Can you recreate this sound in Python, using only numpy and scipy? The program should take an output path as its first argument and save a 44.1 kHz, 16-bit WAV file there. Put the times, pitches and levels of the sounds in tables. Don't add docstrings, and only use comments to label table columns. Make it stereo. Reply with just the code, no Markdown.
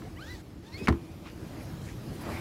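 import sys
import numpy as np
from scipy import signal
from scipy.io import wavfile
from scipy.ndimage import uniform_filter1d

SR = 44100
rng = np.random.default_rng(int(sys.argv[2]) if len(sys.argv) > 2 else 0)


def volts(x):
    e = np.asarray(x, float) / 20
    return 10 ** e


def generate_wav(signal):
    frames = np.transpose(np.atleast_2d(signal))
    scaled = np.clip(frames, -1, 1) * 32767
    pcm = np.round(scaled).astype(np.int16)
    wavfile.write(sys.argv[1], SR, pcm)


N = 106192
T = np.arange(N) / SR

# freq_hz, likeness (1 = same, 0 = unrelated)
EAR_LIKENESS = [(60, 0.85), (180, 1), (550, 0.41), (1650, -0.13), (4970, -0.14), (15000, 0.0044)]


def evened(x):
    return x / np.sqrt(np.mean(x ** 2) + 1e-20)


def read(points, hz):
    f, value = np.transpose(points)
    return np.interp(np.log(hz + 1), np.log(f + 1), value)


def slow(per_s):
    size = max(int(SR / per_s), 2)
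    drift = uniform_filter1d(rng.standard_normal(N), size)
    return evened(uniform_filter1d(drift, size))


def resonate(x, hz, width):
    b, a = signal.iirpeak(min(hz, 20000), max(hz / width, .3), SR)
    return signal.lfilter(b, a, x)


def two_ears(left_db, right_db):
    return volts(np.array([[left_db], [right_db]]))


def noise(shape, patchy_db):
    # freq_hz, left_minus_right_db
    ear_balance = [(60, -2), (180, -3), (550, 1), (1650, -5), (4970, 1), (15000, -1)]
    frames, hz = N // 256 + 5, np.fft.rfftfreq(1024, 1 / SR)
    a, b, c, d, patches = rng.standard_normal((frames, 513, 5)).T
    patches = uniform_filter1d(patches, size=10, axis=0)
    patches = evened(uniform_filter1d(patches, size=10, axis=1))
    same = np.clip(read(EAR_LIKENESS, hz), -1, 1)[:, None]
    lean = read(ear_balance, hz)[:, None] / 2
    left = a + 1j * b
    right = same * left + np.sqrt(1 - same ** 2) * (c + 1j * d)
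    z = np.array([left * volts(lean), right * volts(-lean)])
    too_low = hz[:, None] < shape[0][0]
    z *= volts(read(shape, hz)[:, None] - 40 * too_low + patchy_db * patches)
    return evened(signal.istft(z, nperseg=1024, noverlap=768)[1][:, :N])


def cabin_echo(x):
    t = np.arange(6000) / SR
    t60_s, echo_db = 0.043, -4
    tail = rng.standard_normal((2, 6000)) * volts(-60 * t / t60_s) * (t > .0015)
    tail = signal.sosfilt(signal.butter(2, 350, "high", fs=SR, output="sos"), tail)
    tail = tail / np.linalg.norm(tail[0])
    return x + volts(echo_db) * signal.fftconvolve(x, tail, axes=1)[:, :N]


def pull(rows, orders):
    # pitch_hz, width_hz, left_db, right_db
    loop_rings = [(736, 230, -5, -5.5), (1100, 370, 6, 6), (1450, 530, -1.5, 7), (2010, 350, 9.5, 4),
                  (2460, 300, 5, 4.5), (3130, 500, 4.5, -1.5), (3440, 410, 7, -12), (4140, 200, 15.5, -3),
                  (4900, 460, 2, -3), (5160, 250, 7.5, -9)]
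    # freq_hz, level_db per Hz
    webbing_rub = [(100, 5), (330, -13), (700, -31), (1300, -11.5), (2500, -10.5), (5000, -11),
                   (8500, -21.5), (15800, -27)]
    s, hz, sing_db, rub_db, second_db = np.transpose(rows)
    gate = np.clip(np.minimum(T - s[0], s[-1] - T) / 0.0073, 0, 1)
    rate_hz = np.interp(T, s, hz)
    turns = np.cumsum(rate_hz * (1 + .007 * slow(per_s=108))) / SR
    flutter_db = 2.6

    weave = 0
    for k, db in orders:
        order_db = db + flutter_db * slow(per_s=120)
        if k == 2:
            order_db = order_db + np.interp(T, s, second_db)
        if k > 5:
            order_db = order_db - 23 * rate_hz / 1000
        weave = weave + volts(order_db) * np.sin(2 * np.pi * k * turns)
    weave = np.sqrt(2) * weave * gate * volts(np.interp(T, s, sing_db))

    sung = 0
    for k, (f, w, left_db, right_db) in enumerate(loop_rings):
        sung = sung + (-1) ** k * resonate(weave, f, w) * two_ears(left_db, right_db)

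    hum_hz, hum_width_hz, hum_db = 965, 210, -60
    hum_gain = volts(hum_db + flutter_db * slow(per_s=70))
    hum = hum_gain * np.sqrt(2) * np.sin(2 * np.pi * turns) * gate
    sung = sung + resonate(resonate(hum, hum_hz, hum_width_hz), hum_hz, hum_width_hz)

    spool = evened(resonate(rng.standard_normal(N), 326, 55))
    spool = volts(-1.5 + 2 * slow(per_s=120)) * spool
    rub = noise(webbing_rub, patchy_db=3.0) + spool
    return sung + rub * gate * volts(np.interp(T, s, rub_db))


def seat_belt():
    # start_s, weave_rate_hz, singing_db, rubbing_db, second_multiple_extra_db
    tug = [(.045, 300, -60, -70, 0), (.058, 335, -43, -67, 0), (.078, 390, -45, -65, 0),
           (.092, 400, -75, -66, 0), (.125, 400, -70, -68, 0), (.14, 410, -52, -70, 0)]
    first_pull = [(.152, 423, -66, -63, 5), (.174, 493.5, -52, -64, -13), (.195, 616, -58, -57, 8),
                  (.225, 774, -52.5, -54, 2.5), (.252, 845, -55, -51, 2), (.305, 1001, -58.5, -49.5, 7),
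                  (.345, 988, -61.5, -50, 5), (.368, 880, -62.5, -52.5, -0.5), (.42, 756, -75, -56, 3)]
    second_pull = [(.62, 765, -78, -63, -6), (.67, 900, -58, -55, -3), (.715, 940, -68.5, -57, 1),
                   (.74, 1055, -49.5, -50, -3.5), (.76, 1078, -49.5, -55.5, -0.5),
                   (.782, 1228, -61.5, -46, 6), (.812, 1258, -57, -51, 10.5), (.84, 1300, -48, -50, -5),
                   (.868, 1360, -53, -41, -4)]
    # multiple of the weave rate, level_db
    multiples = [(2, -3), (3, -20), (4, -3), (6, 8)]
    belt = pull(tug, multiples[:1]) + pull(first_pull, multiples) + pull(second_pull, multiples)
    echo_share = .35
    return (1 - echo_share) * belt + echo_share * cabin_echo(belt)


def tick(s, hz, left_db, right_db):
    ring_cycles, rise_cycles = 0.67, .12
    turns = np.maximum(T - s, 0) * hz
    shape = np.exp(-turns / ring_cycles) * (1 - np.exp(-turns / rise_cycles))
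    return -np.sin(2 * np.pi * turns) * shape * two_ears(left_db, right_db)


def placed(x, s):
    return np.pad(x, ((0, 0), (round(s * SR), N)))[:, :N]


def blow(s, click_db, thud_db, push, pitch):
    # pitch_hz, level_db, t60_s
    trim_rings = [(770, -8, 0.074), (1038, 1, 0.021), (1230, -3, 0.018), (1370, -1.5, 0.013),
                  (1700, -8, 0.014), (1973, -9, 0.025), (2300, -24, 0.022), (2577, -14, 0.012),
                  (2980, -28, 0.016), (3780, -31, 0.016), (4240, -17, 0.036), (4550, -29, 0.028),
                  (5470, -39, 0.016)]
    # pitch_hz, level_db, t60_s
    body_rings = [(74.6, 3.5, 0.2), (123.4, -2.5, 0.15), (193, -6, 0.16), (232.5, 5.5, 0.071),
                  (277.4, -2, 0.14), (336.8, -7, 0.3), (369, -8.5, 0.23), (429, -15.5, 0.17)]
    left_lag_s, thud_lag_s = 0.0001, .0006
    t = np.maximum(np.arange(SR // 2) / SR - np.array([[left_lag_s], [0]]), 0)
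    ring = 0
    for hz, db, t60 in trim_rings:
        ear_db = 1.5 * rng.standard_normal((2, 1))
        ring = ring + volts(db - 60 * t / t60 + ear_db) * np.sin(2 * np.pi * hz * pitch * t)
    crack = resonate(rng.standard_normal(t.shape), 3600, 4000)
    crack = volts(-7.5) * crack * np.exp(-t / 0.0018) * (t > 0)

    t = np.maximum(t - thud_lag_s, 0)
    thud = 0
    for hz, db, t60 in body_rings:
        swell = 1 - np.exp(-t * hz)
        thud = thud + volts(db - 60 * t / t60) * swell * np.sin(2 * np.pi * hz * t)
    click = cabin_echo(placed(-.5 * volts(click_db) * (ring + crack), s))
    return click + placed(push * volts(thud_db) * thud, s)


def lock():
    # start_s, pitch_hz, left_db, right_db
    pawl_ticks = [(0.0205, 1260, -30, -31), (0.8734, 1850, -7, -18), (0.8738, 1720, -12, -9.5),
                  (.8830, 1410, -6, -17), (.8838, 1180, -28, -5.5), (0.8845, 5230, -12, -26),
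                  (0.8865, 206, -6.5, -13), (.8867, 1970, -4, -26), (0.8865, 1880, -5, -14),
                  (.8880, 1590, -20, -9), (0.8901, 1700, -19, -27), (0.8997, 1500, -26, -16),
                  (0.9057, 1700, -28, -44), (0.9128, 1870, -28, -37), (0.9247, 1100, -24, -25),
                  (.9270, 1380, -24, -25), (0.9286, 1100, -24, -29), (0.9413, 1500, -35, -35)]
    # start_s, trim_click_db, body_thud_db, push (size and direction), trim pitch factor
    lock_blows = [
        (0.8730, -25, -51, 0.8, 1.4),
        (0.8830, -17, -24, 0.95, 1.0),
        (0.8865, -21, -16.5, -0.79, 1.013),
        (0.8917, -24, -18.5, 0.59, 0.86),
        (0.904, -28.5, -22.5, 0.47, 0.67),
        (0.9250, -28.5, -27, 0.83, 1.0),
        (1.012, -54, -51, 0.84, 0.87),
    ]
    ticks = cabin_echo(sum(tick(*row) for row in pawl_ticks))
    return ticks + sum(blow(*row) for row in lock_blows)


def scuff(s, length, db, hz, width):
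    a, b = rng.standard_normal((2, N)) * volts(2.2 * slow(per_s=470))
    same = np.clip(read(EAR_LIKENESS, hz), -1, 1)
    grains = np.array([a, same * a + np.sqrt(1 - same ** 2) * b])
    tone = resonate(grains, hz, hz * width)
    tone = evened(resonate(tone, hz, hz * width * 2))
    stroke = np.exp(-((T - s) / (length / 2)) ** 2)
    pan_db = -3 * (1 - same)
    return tone * volts(db) * stroke * two_ears(pan_db / 2, -pan_db / 2)


def hand():
    stroke_s = [.14, .33, .77, .82, 1.05, 1.268, 1.277, 1.57, 1.6, 1.63, 1.75, 1.875, 1.888, 1.92, 2.15,
                2.22, 2.26, 2.285, 2.3, 2.36, 2.395, .02, .745, .908, .94, 1.272, 2.14, 1.58]
    # length_s, level_db, pitch_hz, width (share of the pitch)
    strokes = [(0.068, -45, 80, 0.48), (0.17, -42.5, 54, 1), (0.088, -43, 84, 0.19),
               (0.053, -34.5, 260, 0.4), (0.26, -62.5, 2450, 0.08), (0.035, -48.5, 1030, 0.66),
               (0.065, -49, 2040, 0.96), (0.25, -50, 595, 0.42), (0.085, -52, 2050, 0.32),
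               (0.063, -60.5, 10700, 0.45), (0.19, -42.5, 155, 0.65), (0.12, -57, 6800, 0.46),
               (0.05, -46.5, 2060, 0.36), (0.04, -46, 49, 0.81), (0.043, -56.5, 11000, 0.66),
               (0.025, -51.5, 11300, 0.35), (0.12, -48.5, 2020, 0.38), (0.12, -43.5, 1180, 0.46),
               (0.076, -34.5, 290, 0.57), (0.092, -43.5, 2260, 0.19), (0.094, -44, 710, 1),
               (0.077, -48.5, 430, 0.21), (0.031, -65, 11000, .9), (0.024, -43, 750, 0.47),
               (0.078, -51.5, 990, 0.51), (0.041, -53, 2700, 0.3), (0.17, -44, 280, 0.44),
               (0.21, -54, 280, 0.22)]
    return sum(scuff(s, *row) for s, row in zip(stroke_s, strokes))


def cabin_background():
    # freq_hz, level_db per Hz
    rumble_shape = [(25, -17), (45, -7.5), (65, 1), (120, -5), (240, -8.5), (460, -18.5), (620, -28.5),
                    (1300, -59)]
    # freq_hz, level_db per Hz
    hiss_shape = [(290, -34), (500, -10), (612, -6.5), (865, -10.5), (2670, -18), (5030, -20),
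                  (8960, -28.5), (11100, -25.5), (15700, -32.5)]
    # pitch_hz, width_hz, level_db
    air_booms = [(319.2, 24, -8), (117.6, 28, -9)]
    # time_s, rumble_db, hiss_db
    loudness = [(0.0, -42, -59.5), (0.24, -47, -60.5), (0.43, -47, -63.5), (0.67, -47, -66),
                (0.86, -41.5, -61), (1.17, -46, -60.5), (1.58, -40, -56.5), (1.72, -44, -55.5),
                (1.98, -40, -57), (2.17, -39.5, -54.5), (2.32, -39, -49.5), (2.41, -35, -50.5)]
    s, rumble_db, hiss_db = np.transpose(loudness)
    rumble = noise(rumble_shape, patchy_db=1.0)
    for hz, w, db in air_booms:
        rumble = rumble + volts(db) * evened(resonate(rng.standard_normal(N), hz, w))
    rumble = rumble * volts(np.interp(T, s, rumble_db) + 0.5 * slow(per_s=60))
    hiss_gain = volts(np.interp(T, s, hiss_db) + 7 + 0.23 * slow(per_s=600))
    return rumble + noise(hiss_shape, patchy_db=2.0) * hiss_gain


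def scene():
    return seat_belt() + lock() + hand() + cabin_background()


def roll_off(x):
    return signal.sosfilt(signal.butter(12, 15870, fs=SR, output="sos"), x)


def record(dry):
    dry = signal.sosfilt(signal.butter(3, 44, "high", fs=SR, output="sos"), dry)
    treble_edge = signal.firwin(255, 15900, window=("kaiser", 8), fs=SR)
    dry = signal.oaconvolve(dry, treble_edge[None], "same")
    return roll_off(dry)


dry = scene()
out = record(dry)
generate_wav(out)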